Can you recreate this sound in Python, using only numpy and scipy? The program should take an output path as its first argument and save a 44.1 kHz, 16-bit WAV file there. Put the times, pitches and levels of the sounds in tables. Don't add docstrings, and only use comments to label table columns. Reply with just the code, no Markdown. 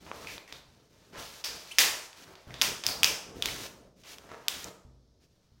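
import sys
import numpy as np
from scipy import signal
from scipy.fft import rfft, irfft, next_fast_len
from scipy.io import wavfile
from scipy.ndimage import uniform_filter1d

SR = 44100
rng = np.random.default_rng(int(sys.argv[2]) if len(sys.argv) > 2 else 0)


def file_out(sig):
    cols = np.atleast_2d(sig).T
    lim = np.clip(cols, -1, 1)
    pcm = np.round(lim * 32767).astype(np.int16)
    wavfile.write(sys.argv[1], SR, pcm)


N = 246959
T = np.arange(N) / SR


def rod_knocks():
    # start in seconds, level in dB over 1 ms, favoured pitch in Hz,
    # its boost in dB, hardness in dB per octave, room send in dB.
    blows = [ (0.0650, -43, 700, 1, -7.5, 8.5), (0.115, -26.5, 1150, 10, -12, -7.5),
             (0.271, -31.5, 2320, 12, -3, 5.5), (0.3797, -34.5, 4160, 15, -8.5, -3.5),
             (0.4772, -45.5, 2020, 8.5, -3, 9.5), (0.525, -32.5, 4000, 10.5, -3, 2),
             (1.4395, -31.5, 5114, 13.5, -4.5, -5.5), (1.4428, -26.5, 4880, 9.5, 0, 9.5),
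             (1.446, -26, 5220, 4, -0.5, 5), (1.7848, -7.5, 1910, 8.5, 0.5, 2),
             (1.7891, -11, 4263, 3, 1, 8.5), (2.1300, -43, 4460, 6.5, -3.5, 3.5),
             (2.3538, -43, 4310, 7, -5, 4), (2.5066, -40.5, 2000, 13, -8, 1.5),
             (2.5410, -34, 3916, 8.5, -4.5, 5), (2.6143, -11.5, 3500, 8, 0.5, -4.5),
             (2.6192, -12, 5000, 3, 0, 3.5), (2.8373, -27, 4267, 5.5, -2.5, 6.5),
             (2.8652, -13.5, 4700, 7.5, 3, -0.5), (2.8880, -25, 4700, 22, -7.5, 7),
             (3.032, -8.5, 2770, 6, 0.5, 0), (3.0438, -8, 5390, 8.5, -0.5, -2),
             (3.4232, -17, 3480, 10, -1.5, -2), (3.4571, -18.5, 3900, 5.5, -0.5, 0),
             (3.4860, -29, 2150, 37, 1, -14), (4.0356, -49, 3000, 5, -3.5, 12),
             (4.1837, -39, 2248, -0.5, -2.5, -25.5), (4.4824, -13.5, 3430, 5, 0.6, -4.5),
             (4.6428, -30.5, 7000, 14, 6, -9.5)]
    out = np.zeros(N)
    for start, db, pitch_hz, boost_db, hardness, room_db in blows:
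        direct = clack(pitch_hz, boost_db, hardness, notch_db=-11, hollow=.45, lobes_db=3)
        around = clack(pitch_hz, boost_db, hardness, notch_db=-4, hollow=0, lobes_db=0)
        add(out, start, undb(db) * direct)
        add(out, start, undb(db + room_db) * signal.fftconvolve(around, room()))
    return out


def clack(pitch_hz, boost_db, hardness, notch_db, hollow, lobes_db,
          notch_hz=4185, notch_width_hz=280, crack_db=-23, chatter_s=.0004, grain_hz=1100, bass_hz=330):
    # centre in Hz, width in Hz, relative level in dB.
    modes = [(560, 430, -13.5), (965, 353, -8), (1690, 1200, -9), (2480, 380, -0.5), (3605, 3800, 2.5),
             (4540, 3300, -1), (5870, 2600, -1), (7500, 4200, -9), (10500, 21000, -11), (13910, 3000, -27)]
    size = 2048
    f = np.fft.rfftfreq(size, 1 / SR) + 1
    peaks = [undb(db) / (1 + (2 * (f - hz) / width) ** 2) for hz, width, db in modes]
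    power = undb(crack_db) ** 2 + sum(peak ** 2 for peak in peaks)
    shell = np.sqrt(power) * (power / uniform_filter1d(power, size // 12)) ** hollow
    octaves_away = np.log2(np.maximum(f, modes[0][0]) / pitch_hz)
    gain_db = boost_db * np.exp(-.5 * (octaves_away / .22) ** 2) + hardness * octaves_away
    gain_db += notch_db * np.exp(-.5 * ((f - notch_hz) / notch_width_hz) ** 2)
    gain_db += lobes_db * np.interp(f / grain_hz, np.arange(size), rng.standard_normal(size))
    low_cut = (f / np.hypot(f, bass_hz)) ** 2
    log_gain = np.log(shell * undb(gain_db) * low_cut)
    causal_phase = rfft(irfft(log_gain) * 2 * (np.arange(size) < size // 2)).imag
    lag_s = chatter_s * np.interp(f / grain_hz, np.arange(size), 2 * rng.random(size))
    lag_s += np.interp(f, [1500, 7000], [0, .0006])
    phase = causal_phase - 2 * np.pi * np.cumsum(lag_s) * SR / size
    blow = irfft(np.exp(log_gain + 1j * phase))
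    return unit(blow) * np.sqrt(SR / 1000 / size)


def sleeve(hiss_trim_db=4, rub_trim_db=-1, flap_trim_db=-1):
    # start in seconds, length in seconds,
    # then the levels of hiss, rub and flap in dB before their trims.
    strokes = [ (0.0, .12, -63, -61.5, -54.5), (0.116, 0.15, -57, -52, -53.5), (0.257, .11, -54, -63, -53),
               (0.478, 0.11, -65.5, -67, -59), (0.64, 0.24, -75.5, -72.5, -68.5),
               (0.888, 0.46, -71, -69.5, -62.5), (1.121, 0.083, -59.5, -47, -49),
               (1.162, 0.095, -49, -53, -69), (1.231, .18, -55, -61.5, -70), (1.473, 0.1, -56.5, -53, -53),
               (1.527, 0.54, -56, -60.5, -75), (1.868, 0.087, -65.5, -48.5, -60),
               (2.154, 0.088, -58, -59, -61), (2.245, 0.093, -66, -55.5, -56),
               (2.388, 0.1, -68.5, -70, -73), (2.465, .08, -64, -56, -48), (2.578, 0.15, -56, -55, -48),
               (2.845, 0.067, -51.5, -48, -44), (2.948, 0.18, -59.5, -51.5, -46),
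               (3.242, 0.31, -76, -58, -50), (3.342, 0.15, -58, -71, -62), (3.434, 0.23, -47, -53, -49.5),
               (3.70, 0.18, -81, -72.5, -56.5), (3.954, 0.087, -71.5, -77, -61),
               (4.035, 0.079, -60, -63, -62.5), (4.066, 0.077, -52, -59, -61),
               (4.152, 0.385, -69, -59, -59.5), (4.287, 0.057, -80, -47, -59),
               (4.503, 0.14, -50.5, -56, -56.5), (4.638, .05, -58.5, -48, -47.5),
               (4.82, 0.37, -93.5, -90, -70.5), (5.198, 0.052, -73.5, -75.5, -71),
               (5.28, 0.31, -83, -82.5, -72.5)]
    # frequency in Hz, relative level in dB.
    hiss_eq = [(500, -25.5), (1500, -0.5), (2800, 3), (4000, 4), (6200, 2.5), (8000, -5), (11000, -8),
               (15500, -10)]
    rub_eq = [(150, -14), (450, 0), (750, 1), (1500, -1), (2300, -9), (4000, -17), (6500, -21), (9000, -34),
              (16000, -42)]
    flap_eq = [(25, -16), (55, -1), (100, -3), (190, -1.5), (350, -5), (550, -7), (900, -22.5),
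               (3000, -51.5)]
    power = sum(np.outer(undb(dbs), stroke_speed(start, length)) ** 2 for start, length, *dbs in strokes)
    hiss = friction(hiss_eq, snag_rate=1300, snag_db=-5, spread_db=3, jerk_db=1.5, jerk_hz=50, flick_db=1)
    rub = friction(rub_eq, snag_rate=300, snag_db=-4, spread_db=2.5,
                   jerk_db=1.5, jerk_hz=60, flick_db=1.3)
    flap = friction(flap_eq, snag_rate=80, snag_db=-5, spread_db=2, jerk_db=1.6, jerk_hz=35, flick_db=2)
    layers = [undb(hiss_trim_db) * hiss, undb(rub_trim_db) * rub, undb(flap_trim_db) * flap]
    return np.sum(np.sqrt(power) * layers, axis=0)


def stroke_speed(start, length, attack_s=0.016, release_s=0.0099):
    t = np.maximum(T - start, 0)
    return (1 - np.exp(-t / attack_s)) * np.exp(-np.maximum(t - length, 0) / release_s)


def friction(eq, snag_rate, snag_db, spread_db, jerk_db, jerk_hz, flick_db):
    snags = (rng.random(N) < snag_rate / SR) * rng.standard_normal(N)
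    snags *= undb(spread_db * np.minimum(rng.exponential(size=N), np.pi))
    slips = rng.standard_normal(N) + undb(snag_db) * unit(snags)
    shifting = sum(band * undb(flick_db * wander(25)) for _, band in octaves(slips))
    return colour(shifting * undb(jerk_db * wander(jerk_hz)), eq)


def grip_squeak(start_s=1.705, length_s=0.029, db=-44, overtone_db=-11, roughness=.28):
    n = int(length_s * SR)
    hz = np.linspace(2250, 3450, n) * (1 + roughness * rng.standard_normal(N)[:n])
    phase = 2 * np.pi * np.cumsum(hz) / SR
    tone = np.sin(phase) + undb(overtone_db) * (np.sin(2 * phase) + np.sin(3 * phase))
    out = np.zeros(N)
    add(out, start_s, undb(db) * unit(tone * np.hanning(n)))
    return out


def hand_bumps(push_s=0.00084, detune=0.014):
    # start in seconds, gain in dB.
    bumps = [(0.526, -58.5), (0.687, -62), (1.188, -56), (1.547, -63), (1.788, -57.5), (2.472, -49.5),
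             (2.528, -64), (3.477, -48), (4.850, -51), (4.936, -61.5), (5.519, -60.5)]
    # pitch in Hz, seconds to fall 60 dB, relative level in dB.
    low_modes = [(58.5, 1, -3), (82, 0.2, 3), (131, 0.94, -4), (192, 0.34, -14), (234, 1, -11)]
    out, t = np.zeros(N), T[:SR]
    for start, db in bumps:
        boom = np.zeros(SR)
        for hz, t60, mode_db in low_modes:
            detuned_hz = hz * (1 + detune * rng.standard_normal())
            boom += undb(mode_db - 60 * t / t60) * np.sin(2 * np.pi * detuned_hz * t)
        add(out, start, undb(db) * boom * (1 - np.exp(-t / push_s)))
    return out


def room(build_s=0.0065, sparse_s=0.048, lumps_db=4, table_s=0.003, table_db=-13, size=32768):
    # frequency in Hz, seconds to fall 60 dB, relative level in dB.
    ring = [(150, 0.54, -2), (400.8, 0.62, 5.5), (880, 0.73, 3), (2000, 0.48, 2.5), (5500, 0.47, -4.5),
            (9600, 0.56, 2.5), (15000, 0.36, 5)]
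    decays = [(hz, t60) for hz, t60, _ in ring]
    levels = [(hz, db) for hz, _, db in ring]
    t = T[:size]
    lumps = undb(lumps_db * np.exp(-t / sparse_s) * rng.standard_normal(size))
    echoes = rng.standard_normal(size) * lumps / np.sqrt(uniform_filter1d(lumps ** 2, SR // 200))
    tail = sum(band * undb(at_hz(levels, hz) - 60 * t / at_hz(decays, hz))
               for hz, band in octaves(echoes))
    tail = unit(tail * (1 - np.exp(-t / build_s))) / np.sqrt(size)
    add(tail, table_s, undb([table_db]))
    return tail


def room_tone(db=-70):
    # frequency in Hz, relative level in dB.
    air_eq = [(25, -1.5), (50, 4), (130, 4), (300, -6.5), (600, -22), (1200, -22.5), (2700, -28),
              (3600, -19), (5500, -16), (6700, -23.5), (7600, -30), (15000, -39)]
    return undb(db) * colour(rng.standard_normal(N), air_eq)


def undb(db):
    return 10 ** (np.asarray(db) / 20)


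def unit(x):
    return x / np.sqrt(np.mean(x ** 2))


def at_hz(points, hz):
    f, value = np.transpose(points)
    return np.interp(np.log(np.maximum(hz, 1)), np.log(f), value)


def colour(x, eq):
    n = next_fast_len(len(x), True)
    gain = undb(at_hz(eq, np.fft.rfftfreq(n, 1 / SR)))
    return unit(irfft(rfft(x, n) * gain, n)[:len(x)])


def octaves(x, count=9):
    n = next_fast_len(len(x), True)
    centres = SR / 2 ** (np.arange(count, 0, -1) + .5)
    spectrum, f = rfft(x, n), np.fft.rfftfreq(n, 1 / SR)
    shares = [at_hz(np.c_[centres, row], f) for row in np.eye(count)]
    return [(hz, irfft(spectrum * share, n)[:len(x)]) for hz, share in zip(centres, shares)]


def wander(rate):
    steps = rng.standard_normal(N // 100)
    return np.interp(T * rate, np.arange(len(steps)), steps)


def add(track, start, sound):
    i = max(int(start * SR), 0)
    track[i:i + len(sound)] += sound[:N - i]


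def scene(room_send_db=-5):
    handling = sleeve() + grip_squeak()
    walls = signal.fftconvolve(undb(room_send_db) * handling, room())[:N]
    air = room_tone()
    return (rod_knocks() + handling + hand_bumps() + walls + air)[None]


def record(dry, top_hz=16000):
    low_pass = signal.ellip(10, .2, 80, top_hz, fs=SR, output="sos")
    return signal.sosfilt(low_pass, np.clip(dry, -1, 1))


dry = scene()
out = record(dry)
file_out(out)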